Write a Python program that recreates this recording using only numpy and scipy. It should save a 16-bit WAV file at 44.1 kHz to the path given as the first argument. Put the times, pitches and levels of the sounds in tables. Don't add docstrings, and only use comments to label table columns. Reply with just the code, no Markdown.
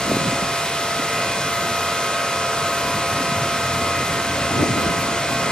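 import sys
import numpy as np
from scipy import signal
from scipy.fft import rfft, irfft, next_fast_len
from scipy.io import wavfile
from scipy.ndimage import uniform_filter1d, map_coordinates

SR = 44100
rng = np.random.default_rng(int(sys.argv[2]) if len(sys.argv) > 2 else 0)


def generate_wav(signal):
    frames = np.transpose(np.atleast_2d(signal))
    scaled = np.clip(frames, -1, 1) * 32767
    pcm = np.round(scaled).astype(np.int16)
    wavfile.write(sys.argv[1], SR, pcm)


def ratio_of_db(decibels):
    return 10 ** (np.asarray(decibels, float) / 20)


N = 243255

# multiple, level/dB, shimmer/dB, phase blur/rad
PUMP_LOUD = [(7, -31, 0.65, 0.264), (13, -30, 0.14, 0.63), (21, -37, 1.5, .6), (14, -39, 1, 0.64)]
# multiple, level/dB
PUMP_WEAK = [(6, -46), (8, -54), (15, -57.5), (16, -49.5), (19, -50), (20, -48), (23, -74), (26, -49),
             (28, -48.5), (30, -50.5), (35, -50), (41, -48.5), (42, -58)]
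# t/s, length/s, depth/dB, centre f/Hz
PUMP_FADES = [(0, 0.042, -6, 1600), (0.303, 0.64, -4, 1270), (.24, .05, -2.5, 684), (.7, 0.04, -22, 1120),
              (1.06, 0.1, -4, 684), (1.26, .05, 0, 2050), (1.357, 0.092, -16, 1110), (2.7, 0.92, -7, 2340),
              (3.9, .1, -1, 2400), (2.88, 0.064, -6, 1190), (4.235, 0.077, -2.5, 684),
              (4.348, 0.15, -9, 1380), (4.695, .1, -3, 684), (5.1, 0.32, -4.5, 1270),
              (5.327, 0.072, -15, 1500), (4.15, 0.091, -0.5, 1400), (5.45, .08, -0.5, 1270)]
# multiple, level/dB against the 13th
WINCH_ORDERS = [(7, -1.5), (13, 0), (14, 1.5), (15, -12), (16, -16), (20, -1.5), (21, -10.5), (22, -27),
                (27, -6), (28, -11), (38, -25)]
# t/s, length/s, depth/dB
WINCH_FADES = [
    (.3, 0.38, -4.5),
    (.92, 0.26, -13),
    (1.7, 0.23, -6),
    (2.8, 0.044, -4),
    (3.4, 0.12, -3),
    (3.708, .06, -15.5),
    (4.077, 0.13, -12),
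    (4.81, 0.28, -5),
]
# t/s, length/s, depth/dB
MESH_FADES = [
    (0, 0.11, -6),
    (0.868, 0.16, -6.5),
    (1.616, .12, -6),
    (2.656, 0.12, -5.5),
    (3.1, 0.18, -1.5),
    (3.86, .12, -0.5),
    (4.2, 0.41, -2.5),
    (4.92, .1, -5.5),
    (5.26, .06, -3),
    (5.52, 0.059, 0),
]
# frequency as multiple of the firing rate, level/dB
LOW_TONES = [(2, 2.5), (3, 1), (4, -5), (10.3, -2)]
# t/s, length/s, level/dB
BOOM_SWELLS = [
    (.3, .2, 7.5),
    (1.2, 0.56, -3),
    (1.85, 0.072, 8),
    (2.15, 0.11, -9.5),
    (2.55, 0.29, 5.5),
    (3, .15, 4),
    (3.75, 0.23, 12),
    (4.09, 0.3, 7.5),
    (4.55, .25, 12.5),
    (5.52, 0.24, 14.5),
]
# f/Hz, level/dB (per Hz)
BLOCK_SPECTRUM = [(25, -36), (45, -32), (80, -12), (140, -1.5), (300, -4), (600, -1), (850, -5), (1050, -2),
                  (1205, -5.5), (1300, 0), (1720, -7.5), (2050, -5), (2600, -13.5), (3500, -31)]
# f/Hz, level/dB (per Hz)
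FAN_SPECTRUM = [(900, -42), (1600, -9), (2200, -2.5), (3200, -0.5), (4500, -3.5), (6500, -22.5)]
# f/Hz, level/dB (per Hz)
HISS_SPECTRUM = [(2500, -16.5), (4200, -5), (5500, 0), (7500, -2), (10000, -3.5), (12500, -4),
                 (14500, -11.5), (15700, -1.5), (16200, -67)]
# f/Hz, correlation/1
TRUCK_ALIKE = [(100, .998), (500, .988), (1500, .985), (2200, .92), (3000, .84), (6000, .69), (9000, .7),
               (14000, .78)]
# f/Hz, phase/rad
PORT_LEAD = [(100, 0), (1500, .1), (2500, .36), (3500, .7), (5500, 1.4), (7600, 2.05), (10600, 2.9),
             (15000, 3.15)]
# t/s, level/dB
BREEZE = [
    (0, -32.5),
    (.5, -36.5),
    (.75, -41),
    (1.3, -36),
    (2, -45.5),
    (2.7, -40),
    (3.2, -35),
    (4.3, -29),
    (5, -30.5),
    (5.52, -29),
]
# t/s, length/s, level/dB
GUSTS = [(0.135, .1, 10), (0.301, 0.081, 7), (0.436, 0.067, 8.5), (1.001, 0.035, 6.5), (1.31, 0.033, 6),
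         (1.488, .04, 7), (1.62, .06, 6.5), (1.72, .03, 1), (2.25, 0.081, 2), (2.87, .05, 9),
         (2.98, 0.036, 7.5), (3.208, 0.088, 7), (3.37, .04, 0.5), (3.55, .07, 2.5), (3.822, 0.03, 3),
         (4.6, 0.084, 7), (4.83, 0.17, 7), (5.13, 0.061, 4), (5.246, 0.027, -4), (5.31, .04, 4.5),
         (5.497, .03, 3)]
# centre t/s, peak level/dB, f/Hz, length/s
EDDIES = [(0.116, -9.5, 600, 0.0019), (0.1207, -9, 280, 0.0021), (.129, -13, 260, 0.0026),
          (0.17, -7, 337, .002), (.216, -20.5, 148, 0.0096), (.28, -15, 170, .012), (.33, -14, 257, 0.0056),
          (.427, -17, 191, 0.0055), (0.998, -18, 260, .005), (1.04, -28, 150, .008),
          (1.57, -24, 120, 0.011), (1.635, -23.5, 183, 0.0091), (1.717, -24.5, 100, 0.01084),
          (2.95, -18, 130, 0.0087), (3.135, -21, 135, 0.0074), (3.293, -21, 166, 0.01),
          (3.322, -18, 185, 0.0049), (3.423, -18, 135, .011), (3.821, -25, 140, 0.0075),
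          (4.53, -17, 200, 0.0035), (4.557, -22, 170, .003), (4.612, -8, 230, .003),
          (4.624, -11, 261, 0.0018), (4.6314, -5, 287, 0.0029), (4.64, -3.5, 480, .0009),
          (4.706, -12.5, 210, .003), (4.778, -13, 257, 0.0052), (4.866, -12, 220, .0037),
          (4.91, -20, 170, 0.011), (5.493, -15, 300, 0.0036)]
# f/Hz, level/dB (per Hz)
BUFFET_SPECTRUM = [(100, -26), (170, -2.5), (270, -0.5), (400, -8.5), (800, -17), (1300, -24), (2500, -47)]
# f/Hz, level/dB (per Hz)
FLUTTER_SPECTRUM = [(55, -30), (90, 2), (135, 6), (175, 0.5), (260, -27)]
# f/Hz, level/dB (per Hz)
RUMBLE_SPECTRUM = [(18, -32), (30, -24), (50, 9.5), (75, 14.5), (110, -2), (160, -43)]
# f/Hz, correlation/1
WIND_ALIKE = [(30, .999), (60, .998), (130, .975), (290, .86), (600, .6), (1200, .3)]
# t/s, length/s, level/dB (positive closes)
TOP_OPENINGS = [
    (.62, .12, -3),
    (1.05, .4, -3),
    (1.55, .1, -3),
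    (1.9, .3, -4.6),
    (2.78, .14, -4.8),
    (3.1, .15, -1.5),
    (3.5, .6, -1.8),
    (4.1, .1, -1.2),
    (4.65, .25, 1),
    (5.01, .025, -4.4),
]


def unit(x):
    return x / np.sqrt(np.mean(x ** 2) + 1e-20)


def along(points, hz):
    f, value = np.transpose(points)
    return np.interp(np.log(hz + 1), np.log(f + 1), value)


def wobble(rate):
    coarse = np.arange(0, N + 64, 64)
    knots = rng.standard_normal(400)
    return np.interp(np.arange(N), coarse, map_coordinates(knots, [coarse * rate / SR]))


def swells(rows, t):
    centre, length, db = np.transpose(rows)[:, :, None]
    return (db * np.exp(-((t - centre) / length) ** 2)).sum(axis=0)


def drifting(db, rows):
    t = np.arange(0, N / SR + .01, .005)
    return db + np.interp(np.arange(N) / SR, t, swells(rows, t))


def filtered(x, response):
    m = next_fast_len(N + 8192)
    return irfft(rfft(x, m) * response(np.fft.rfftfreq(m, 1 / SR)), m)[..., :N]


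def tone(hz, db, shimmer_db, blur):
    phase = 2 * np.pi * (hz * np.arange(N) / SR + rng.random()) + blur * wobble(10)
    return np.sqrt(2) * ratio_of_db(db + shimmer_db * wobble(6)) * np.sin(phase)


def rush(spectrum, alike, patchy_db):
    z = signal.stft(rng.standard_normal((2, N)), nperseg=512)[2]
    patches = rng.standard_normal(z.shape[1:])
    patches = uniform_filter1d(patches, size=6, axis=0)
    patches = unit(uniform_filter1d(patches, size=16, axis=1))
    pair = signal.istft(z * ratio_of_db(patchy_db * patches), nperseg=512)[1][:, :N]

    def spread(hz):
        angle = np.arccos(np.clip(along(alike, hz), -1, 1)) / 2
        return ratio_of_db(along(spectrum, hz)) * [np.cos(angle), np.sin(angle)]

    mid, side = filtered(pair, spread)
    return unit(np.array([mid + side, mid - side]))


def pump():
    stroke_hz, fade_octaves = 97.67, 0.54
    out = np.zeros(N)
    for k, db, shimmer_db, blur in PUMP_LOUD:
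        hz = k * stroke_hz
        fades = []
        for t, length, depth_db, centre_hz in PUMP_FADES:
            reach = np.exp(-(np.log2(hz / centre_hz) / fade_octaves) ** 2)
            fades.append((t, length, depth_db * reach))
        out += tone(hz, drifting(db, fades), shimmer_db, blur)
    for k, db in PUMP_WEAK:
        out += tone(k * stroke_hz, db, shimmer_db=4.0, blur=1.0)
    return out


def winch():
    motor_hz, mesh_hz = 77.36, 2484
    motor_db = drifting(-38, WINCH_FADES)
    mesh_db = drifting(-36, MESH_FADES)
    out = np.zeros(N)
    for k, db in WINCH_ORDERS:
        out += tone(k * motor_hz, motor_db + db, shimmer_db=3.0, blur=0.73)
    out += tone(mesh_hz, mesh_db, shimmer_db=1.5, blur=1.4)
    return out + tone(2 * mesh_hz, mesh_db - 11.5, shimmer_db=2.5, blur=0.61)


def engine():
    firing_hz = 43.4
    boom_db = drifting(-51.5, BOOM_SWELLS)
    boom = np.zeros(N)
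    for k, db in LOW_TONES[:3]:
        boom += tone(k * firing_hz, boom_db + db, shimmer_db=3, blur=0.87)
    k, db = LOW_TONES[3]
    boom += tone(k * firing_hz, -39 + db, shimmer_db=3, blur=1.36)
    t = np.arange(N) / SR
    block = ratio_of_db(-28 + 0.276 * t) * rush(BLOCK_SPECTRUM, TRUCK_ALIKE, patchy_db=0.65)
    fan = ratio_of_db(-30.5 - 0.17 * t) * rush(FAN_SPECTRUM, TRUCK_ALIKE, patchy_db=-0.54)
    hiss = ratio_of_db(-29.5 - 0.11 * t) * rush(HISS_SPECTRUM, TRUCK_ALIKE, patchy_db=0.92)
    return boom + block + fan + hiss


def wind():
    breeze_db = -29
    t, db = np.transpose(BREEZE)
    over_db = drifting(np.interp(np.arange(N) / SR, t, db), GUSTS) - breeze_db
    buffet_db = breeze_db - 3.8 + 1.48 * over_db
    lumps = ratio_of_db(1.5 * wobble(25))
    buffet = ratio_of_db(buffet_db) * unit(lumps * rush(BUFFET_SPECTRUM, WIND_ALIKE, patchy_db=2.0))
    flutter_db = -35 + 0.65 * over_db + 1.8 * wobble(20)
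    flutter = ratio_of_db(flutter_db) * rush(FLUTTER_SPECTRUM, WIND_ALIKE, patchy_db=2.9)
    rumble_db = -46 + over_db + 1.5 * wobble(20)
    rumble = ratio_of_db(rumble_db) * rush(RUMBLE_SPECTRUM, WIND_ALIKE, patchy_db=1.0)
    return eddies(buffet + flutter + rumble)


def eddies(out):
    t = np.arange(SR // 20) / SR
    sides = np.array([[1], [-1]])
    luck = rng.standard_normal((len(EDDIES), 2))
    for (centre, db, hz, length), (delay_luck, level_luck) in zip(EDDIES, luck):
        apart = .06 / hz * np.tanh(delay_luck) * sides
        u = t - 1.5 * length + apart
        level = ratio_of_db(db - 3.0 + 0.96 * level_luck * sides)
        thump = level * np.exp(-(u / length) ** 2) * np.sin(2 * np.pi * hz * u)
        start = round((centre - 1.5 * length) * SR)
        out[:, start:start + len(t)] += thump[:, :N - start]
    return out


def scene():
    truck = pump() + winch() + engine()
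    sides = np.array([[1], [-1]])
    at_ports = filtered(truck, lambda hz: np.exp(.5j * along(PORT_LEAD, hz) * sides))
    return at_ports * ratio_of_db([[-.16], [.16]]) + wind()


def thin_stereo(dry):
    pair = np.array([dry[0] + dry[1], dry[0] - dry[1]]) / 2
    hz, t, z = signal.stft(pair, SR, nperseg=2048)
    band = np.sqrt(hz / 5.5).astype(int)
    hz = hz[:, None]
    starts = np.flatnonzero(np.diff(band, prepend=-1))
    power = np.add.reduceat(np.abs(z) ** 2, starts, axis=1)[:, band]
    share_db = 10 * np.log10((power[0] + 1e-20) / (power[1] + 1e-20))
    side_limit_db = np.interp(t, [3.6, 4.4], [-13, -22])
    keep_side = (-share_db > side_limit_db) | (hz > 3000)
    below_top = np.clip((11200 - hz) / 1500, 0, 9)
    top_limit_db = 3.4 + swells(TOP_OPENINGS, t) - 5 * below_top ** 2 + 9 * (hz > 15200)
    keep_mid = share_db - share_db.mean(axis=1, keepdims=True) > top_limit_db
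    mid, side = signal.istft(z * np.array([keep_mid, keep_side]), SR, nperseg=2048)[1][:, :N]
    return np.array([mid + side, mid - side])


def roll_off(x):
    return signal.sosfilt(signal.butter(12, 15270, fs=SR, output="sos"), x)


def record(dry):
    mix = thin_stereo(dry)
    return roll_off(mix)


dry = scene()
out = record(dry)
generate_wav(out)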